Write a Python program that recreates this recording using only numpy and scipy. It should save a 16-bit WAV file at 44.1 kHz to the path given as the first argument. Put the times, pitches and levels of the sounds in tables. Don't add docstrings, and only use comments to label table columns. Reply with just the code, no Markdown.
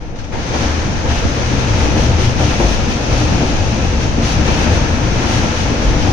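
import sys
import numpy as np
from scipy import signal
from scipy.fft import rfft, irfft, next_fast_len
from scipy.io import wavfile
from scipy.ndimage import uniform_filter1d

SR = 44100
rng = np.random.default_rng(int(sys.argv[2]) if len(sys.argv) > 2 else 0)


def store_wav(level_fs):
    pcm = np.round(np.clip(np.atleast_2d(level_fs), -1, 1) * 32767)
    wavfile.write(sys.argv[1], SR, pcm.T.astype(np.int16))


N = 269892
TIME = np.arange(N) / SR
SIZE = next_fast_len(N + SR // 2)
FREQ = np.maximum(np.arange(SIZE // 2 + 1) * SR / SIZE, 1)

# time in seconds, then relative rumble, roar, rail noise and hiss in dB.
ROLLING_BED = [(0.0, -32, -35.5, -39, -44.5), (0.14, -31.5, -35.5, -41.5, -48),
               (0.318, -29.5, -34, -39.5, -42.5), (0.33, -29, -27.5, -31.5, -36.5),
               (0.5, -23, -27, -28.5, -31), (0.62, -28, -23.8, -25.5, -28.9), (1.02, -24, -26, -29, -32.5),
               (1.3, -21.5, -25.5, -26.5, -29.5), (1.85, -21.5, -21.5, -25.5, -28),
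               (2.15, -19.5, -23.5, -26.5, -30), (2.34, -21.5, -25, -27.5, -30.5),
               (2.95, -23.5, -23.5, -28, -30), (3.35, -21, -23, -26.5, -27.5),
               (4.12, -20.5, -24.5, -29, -31.4), (4.6, -19.5, -22, -24, -28),
               (5.02, -22, -23, -26.5, -30.5), (5.35, -20, -22, -23.5, -26), (5.56, -22.5, -25, -25.5, -29),
               (6.12, -25, -21, -26, -30)]
# pitch in Hz, nominal width in Hz, relative level in dB.
BOGIE_LOW_MODES = [(233, 50, 0.5), (299, 34, -1), (354, 53, -5)]
BOGIE_HIGH_MODES = [(491, 86, -2.5), (640, 235, -7), (792, 84, -9), (885, 73, -8)]
# pitch in Hz, nominal width in Hz, relative level in dB.
STEEL_MODES = [(1010, 186, 0.5), (1328, 210, 0.5), (1672, 270, -1), (2170, 690, -4), (2460, 630, -9),
               (3000, 360, -16)]
# frequency in Hz, relative level in dB.
HISS_EQ = [(1500, -22), (3000, 1.7), (3900, 0.5), (5000, 0), (6200, 1.5), (6920, -5), (7270, -18.5),
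           (7800, -16), (9300, -21.5), (10500, -33.5), (13000, -37), (14200, -61)]
# frequency in Hz, left minus right in dB.
PORT_BALANCE = [(60, 3.2), (900, 3.3), (1200, 1.5), (1600, .3), (2050, 3.7), (3300, 2.8), (5200, 4.8),
                (6200, 10.4), (6600, 2.7), (7000, .3), (14000, .3)]


def undb(db):
    return 10 ** (np.asarray(db) / 20)


def curves(table):
    times, *columns = np.transpose(table)
    return [np.interp(TIME, times, column) for column in columns]


def spectrum(points):
    hz, value = np.transpose(points)
    return np.interp(np.log(FREQ), np.log(np.sort(hz)), value)


def resonances(modes):
    power = 0
    for hz, width, db in modes:
        detuning = (FREQ - hz ** 2 / FREQ) / (1.62 * width)
        power += undb(2 * db) / (1 + detuning ** 2) ** 2
    return np.sqrt(power)


def colour(x, gain):
    return irfft(rfft(x, SIZE) * gain / np.sqrt(np.mean(gain ** 2)), SIZE)[..., :N]


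def wander(rate_hz):
    hold = max(int(SR / rate_hz), 1)
    steps = rng.standard_normal(N)[np.arange(N) // hold]
    drift = uniform_filter1d(uniform_filter1d(steps, hold), hold)
    return drift / drift.std()


def swell(peak_s, sigma_s, db):
    return undb(db) * np.exp(-.5 * ((TIME - peak_s) / sigma_s) ** 2)


def blows(starts, dbs, rise_s, t60_s, hold_s=0):
    age = np.maximum(TIME - np.asarray(starts)[:, None], 0)
    released = np.maximum(age - np.reshape(hold_s, (-1, 1)), 0)
    attack = 1 - np.exp(-age / rise_s)
    decay = np.exp(-np.log(1000) * released / t60_s)
    return np.sqrt(np.sum((undb(dbs)[:, None] * attack * decay) ** 2, axis=0))


def chatter(per_second, t60_s):
    hits = (rng.random(N) < per_second / SR) * rng.exponential(size=N)
    power = signal.lfilter([1], [1, -np.exp(-2 * np.log(1000) / (t60_s * SR))], hits)
    return np.sqrt(power / power.mean())


def at_ports(force, gain):
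    # frequency in Hz, likeness of the two ports (1 or more is fully alike).
    likeness = [(25, 1), (45, 2), (120, 0.94), (290, 0.8), (480, 0.66), (780, 0.4), (1000, 0), (3000, 0)]
    alike = np.clip(spectrum(likeness), 0, 1)
    shared, *own = rfft(force * rng.standard_normal((3, N)), SIZE)
    pair = np.sqrt(alike) * shared + np.sqrt(1 - alike) * np.array(own)
    pan = undb(np.outer([.5, -.5], spectrum(PORT_BALANCE)))
    return colour(irfft(pair * pan, SIZE), gain)


def tones(notes):
    phases = rng.random(len(notes))
    mono = sum(envelope * np.sin(2 * np.pi * (cycles + phase))
               for (envelope, cycles), phase in zip(notes, phases))
    pan = undb(np.array([.5, -.5]) * PORT_BALANCE[0][1])
    return np.sqrt(2) * np.outer(pan, mono)


def boom(modes, evenness):
    ring = at_ports(1.0, resonances(modes))
    power = uniform_filter1d(np.mean(ring ** 2, axis=0), size=3000)
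    return ring / power ** (evenness / 2)


def slipstream(level_db=-23.5, flutter_db=2, eddy_hz=17, gust_hz=70):
    # peak time in seconds, width (sigma) in seconds, level in dB.
    gusts = [(1.259, 0.0067, -7.5)]
    eddies = colour(rng.standard_normal((2, N)), resonances([(eddy_hz, 16, 0)]))
    flutter = eddies * undb(level_db + flutter_db * wander(rate_hz=7.4))
    push = sum(swell(*gust) for gust in gusts)
    thump = push * colour(rng.standard_normal(N), resonances([(gust_hz, 90, 0)]))
    return flutter + np.outer([0, 1], thump)


def window_rattle():
    # start in seconds, level in dB.
    ticks = [(0.157, -36), (0.186, -31.5), (0.238, -35.5)]
    starts, dbs = np.transpose(ticks)
    brightness = undb(spectrum(HISS_EQ)) + 2.3 * resonances(STEEL_MODES)
    return at_ports(blows(starts, dbs, rise_s=.002, t60_s=0.22), brightness)


def treads_on_rails(ring_db=0.26, surge_ring_db=-3, sizzle_db=-29,
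                    rim_hz=2590, scrape_hz=2750, sizzle_hz=9200):
    # time in seconds, level in dB relative to the force on the steel.
    singing = [(0, -33), (1.5, -12.5), (2.2, -10), (3.7, -7.5), (4.8, -11.5), (6.12, -13.5)]
    # start in seconds, hold in seconds, hiss in dB, rim scrape in dB.
    surges = [(0.526, 0.14, -32.5, -38), (1.08, 0.1, -30, -31), (1.57, 0.034, -33, -36),
              (1.74, 0.11, -34, -43), (1.956, 0.11, -29.5, -38), (2.17, 0.1, -28.5, -33),
              (2.378, 0.17, -28.5, -34), (2.577, 0.17, -28, -34), (2.884, 0.04, -30, -32),
              (3.1, 0.11, -30.5, -38), (3.323, 0.22, -46, -38), (4, .03, -31, -42),
              (4.215, 0.11, -27, -35.5), (4.44, 0.21, -30.5, -33), (4.692, 0.066, -28.5, -36),
              (5.275, 0.077, -28.5, -32), (5.54, 0.08, -31, -34), (5.81, 0.079, -33, -36),
              (5.98, 0.16, -30.5, -39)]
    _, _, rail_db, hiss_db = curves(ROLLING_BED)
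    rim_db, = curves(singing)
    starts, hold_s, surge_db, scrape_db = np.transpose(surges)
    shape = dict(rise_s=0.011, t60_s=0.33, hold_s=hold_s)
    surge = blows(starts, surge_db, **shape)
    grain = chatter(per_second=6400, t60_s=0.32)
    force = grain * np.hypot(undb(rail_db), surge * undb(surge_ring_db))
    ring = at_ports(force * undb(ring_db), resonances(STEEL_MODES))
    rim = at_ports(force * undb(rim_db), resonances([(rim_hz, 260, 0)]))
    scrape = at_ports(grain * blows(starts, scrape_db, **shape), resonances([(scrape_hz, 900, 0)]))
    rush = grain * np.hypot(undb(hiss_db), surge)
    hiss = at_ports(rush, undb(spectrum(HISS_EQ)))
    bite = (rush / rush.mean()) ** 2
    sizzle = at_ports(rush * bite * undb(sizzle_db), resonances([(sizzle_hz, 2000, 0)]))
    return ring + rim + scrape + hiss + sizzle


def deck_knocks(thud_trim_db=-2, ring_trim_db=-3):
    # start in seconds, relative thud in dB, clang in dB, steel clash in dB, ring pitch in Hz.
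    knocks = [(0.321, -42, -27, -29, 230), (0.536, -22, -18, -21.5, 340), (0.629, -19.5, -22, -26, 237),
              (1.05, -27, -22, -26, 231), (1.1, -24, -35, -24, 691), (1.246, -21.5, -42, -46, 298.5),
              (1.52, -22.5, -26, -34, 252.5), (1.795, -23, -28, -26, 235), (1.875, -19, -35, -35, 289),
              (1.96, -17.5, -18.5, -31, 304), (2.18, -21.5, -21, -29, 375), (2.395, -19, -16.5, -23, 301),
              (2.503, -29, -22, -21, 230), (2.597, -17.5, -14.5, -22, 343.6),
              (2.635, -19.5, -26, -24, 219.4), (2.875, -18, -28, -32, 231), (3.12, -26, -22, -22, 240),
              (3.205, -18, -19.5, -37, 304), (3.318, -17.5, -25, -29, 176), (3.405, -16.5, -19.5, -25, 302),
              (3.72, -19, -28, -36, 218), (3.92, -22, -38, -46, 228.3), (4.171, -15.5, -26, -43, 230),
              (4.385, -18, -41, -39, 305), (4.473, -17.5, -17, -19, 217.7), (4.595, -30, -25, -30, 280),
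              (4.657, -16.5, -20, -22, 241.3), (4.765, -21.5, -29, -26, 306.3),
              (5.22, -18.5, -30, -21, 234), (5.431, -18.5, -20.5, -30, 225), (5.57, -36, -33, -32, 300),
              (5.7, -17.5, -20.5, -33, 235), (5.81, -25, -28, -30, 290), (6.04, -20.5, -24.5, -25, 296.7)]
    starts, thud_db, clang_db, clash_db, ring_hz = np.transpose(knocks)
    thud_force = blows(starts, thud_db + thud_trim_db, rise_s=0.0029, t60_s=0.47)
    thud = at_ports(thud_force, resonances(BOGIE_LOW_MODES))
    ring = tones([(blows([start], [db + ring_trim_db], rise_s=0.0013, t60_s=0.52), hz * TIME)
                  for start, db, hz in zip(starts, thud_db, ring_hz)])
    clang = at_ports(blows(starts, clang_db, rise_s=0.004, t60_s=0.34), resonances(BOGIE_HIGH_MODES))
    clash = at_ports(blows(starts, clash_db, rise_s=0.0037, t60_s=0.22), resonances(STEEL_MODES))
    return thud + ring + clang + clash


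def wheel_roar(low_db=-0.5, high_db=-1):
    _, roar_db, _, _ = curves(ROLLING_BED)
    force = undb(roar_db) * chatter(per_second=2000, t60_s=0.091)
    low = at_ports(force * undb(low_db), resonances(BOGIE_LOW_MODES))
    high = at_ports(force * undb(high_db), resonances(BOGIE_HIGH_MODES))
    return low + high


def coach_drones():
    # peak time in seconds, width (sigma) in seconds, pitch at the peak in Hz,
    # glide in Hz per second, level in dB.
    drones = [(0.71, 0.11, 76, 35, -19), (1.13, 0.043, 75, -30, -17), (1.275, 0.033, 69.4, 0, -22),
              (1.517, 0.078, 121, 30, -21), (1.73, 0.038, 103, -120, -17.5), (1.827, 0.066, 64, -2, -21),
              (1.97, 0.045, 47.1, 0, -20), (2.066, .055, 120.7, 3, -20.5), (2.08, .05, 73.2, 9, -21),
              (2.185, 0.074, 82, -120, -17.5), (2.26, 0.035, 120.5, -58, -18),
              (2.44, .035, 116.2, 8, -23.5), (2.672, 0.054, 51.6, -25, -15), (3.2, 0.058, 116.7, 36, -15.5),
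              (3.28, .04, 81.6, 3, -20), (3.37, 0.049, 123, 170, -19.5), (3.602, 0.071, 93.2, 152, -19),
              (3.73, .05, 61.6, -120, -25), (3.99, .055, 70.35, 130, -19), (4.145, 0.044, 116.7, 0, -21),
              (4.685, 0.076, 79, 5, -18), (4.737, .04, 99.3, 3, -19), (4.852, 0.033, 115, 2, -18),
              (4.903, .05, 81.1, 80, -19.5), (5.36, 0.06, 114.5, 0, -21), (5.9, 0.063, 45.4, -20, -16.5),
              (6.09, .04, 96, 0, -15)]
    return tones([(swell(peak_s, sigma_s, db), hz * TIME + glide * (TIME - peak_s) ** 2 / 2)
                  for peak_s, sigma_s, hz, glide, db in drones])


def coach_boom(floor_trim_db=-1.5, sway_db=-9, sway_hz=25):
    # pitch in Hz, nominal width in Hz, relative level in dB.
    body_modes = [(56.6, 23, 0.5), (63, 35.6, -0.5), (84, 7.2, -2)]
    floor_modes = [(99, 51, -5.5), (120.7, 18, -2), (168, 43, -8)]
    # start in seconds, hold in seconds, body level in dB, floor level in dB.
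    heaves = [(0.59, 0.033, -24, -22), (0.838, 0.11, -26, -20.5), (1.22, 0.061, -29, -39),
              (1.676, 0.13, -19.5, -27), (1.908, 0.35, -20.5, -24.5), (2.388, .07, -20.5, -19),
              (2.549, 0.075, -18, -20), (2.797, 0.045, -18, -34), (3.09, 0.06, -15.5, -24),
              (3.3, 0.084, -25, -20), (3.51, 0.35, -21.5, -28), (3.87, 0.17, -21, -37),
              (4.15, 0.075, -19, -27), (4.35, 0.15, -17, -23), (4.664, 0.2, -24, -25),
              (5.012, 0.11, -23, -19.5), (5.324, 0.094, -31, -22), (5.61, 0.086, -20.5, -20),
              (5.835, 0.36, -20.5, -24)]
    rumble_db, _, _, _ = curves(ROLLING_BED)
    starts, hold_s, body_db, floor_db = np.transpose(heaves)
    shape = dict(rise_s=0.0062, t60_s=0.39, hold_s=hold_s)
    shake = np.hypot(undb(rumble_db), blows(starts, body_db, **shape))
    drumming = np.hypot(undb(rumble_db + floor_trim_db), blows(starts, floor_db, **shape))
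    body = boom(body_modes, evenness=1)
    sway = undb(sway_db) * boom([(sway_hz, 12, 0)], evenness=0.41)
    floor = boom(floor_modes, evenness=0.27)
    return shake * (body + sway) + drumming * floor


def scene():
    train = coach_boom() + coach_drones() + wheel_roar() + treads_on_rails() + deck_knocks()
    return train + window_rattle() + slipstream()


def record(dry, top_hz=14050, fade_s=0.004):
    rounded = dry / (1 + dry ** 6) ** (1 / 6)
    fade_in = np.minimum(TIME / fade_s, 1)
    lowpass = signal.ellip(10, .2, 80, top_hz, fs=SR, output="sos")
    return signal.sosfilt(lowpass, rounded * fade_in)


dry = scene()
out = record(dry)
store_wav(out)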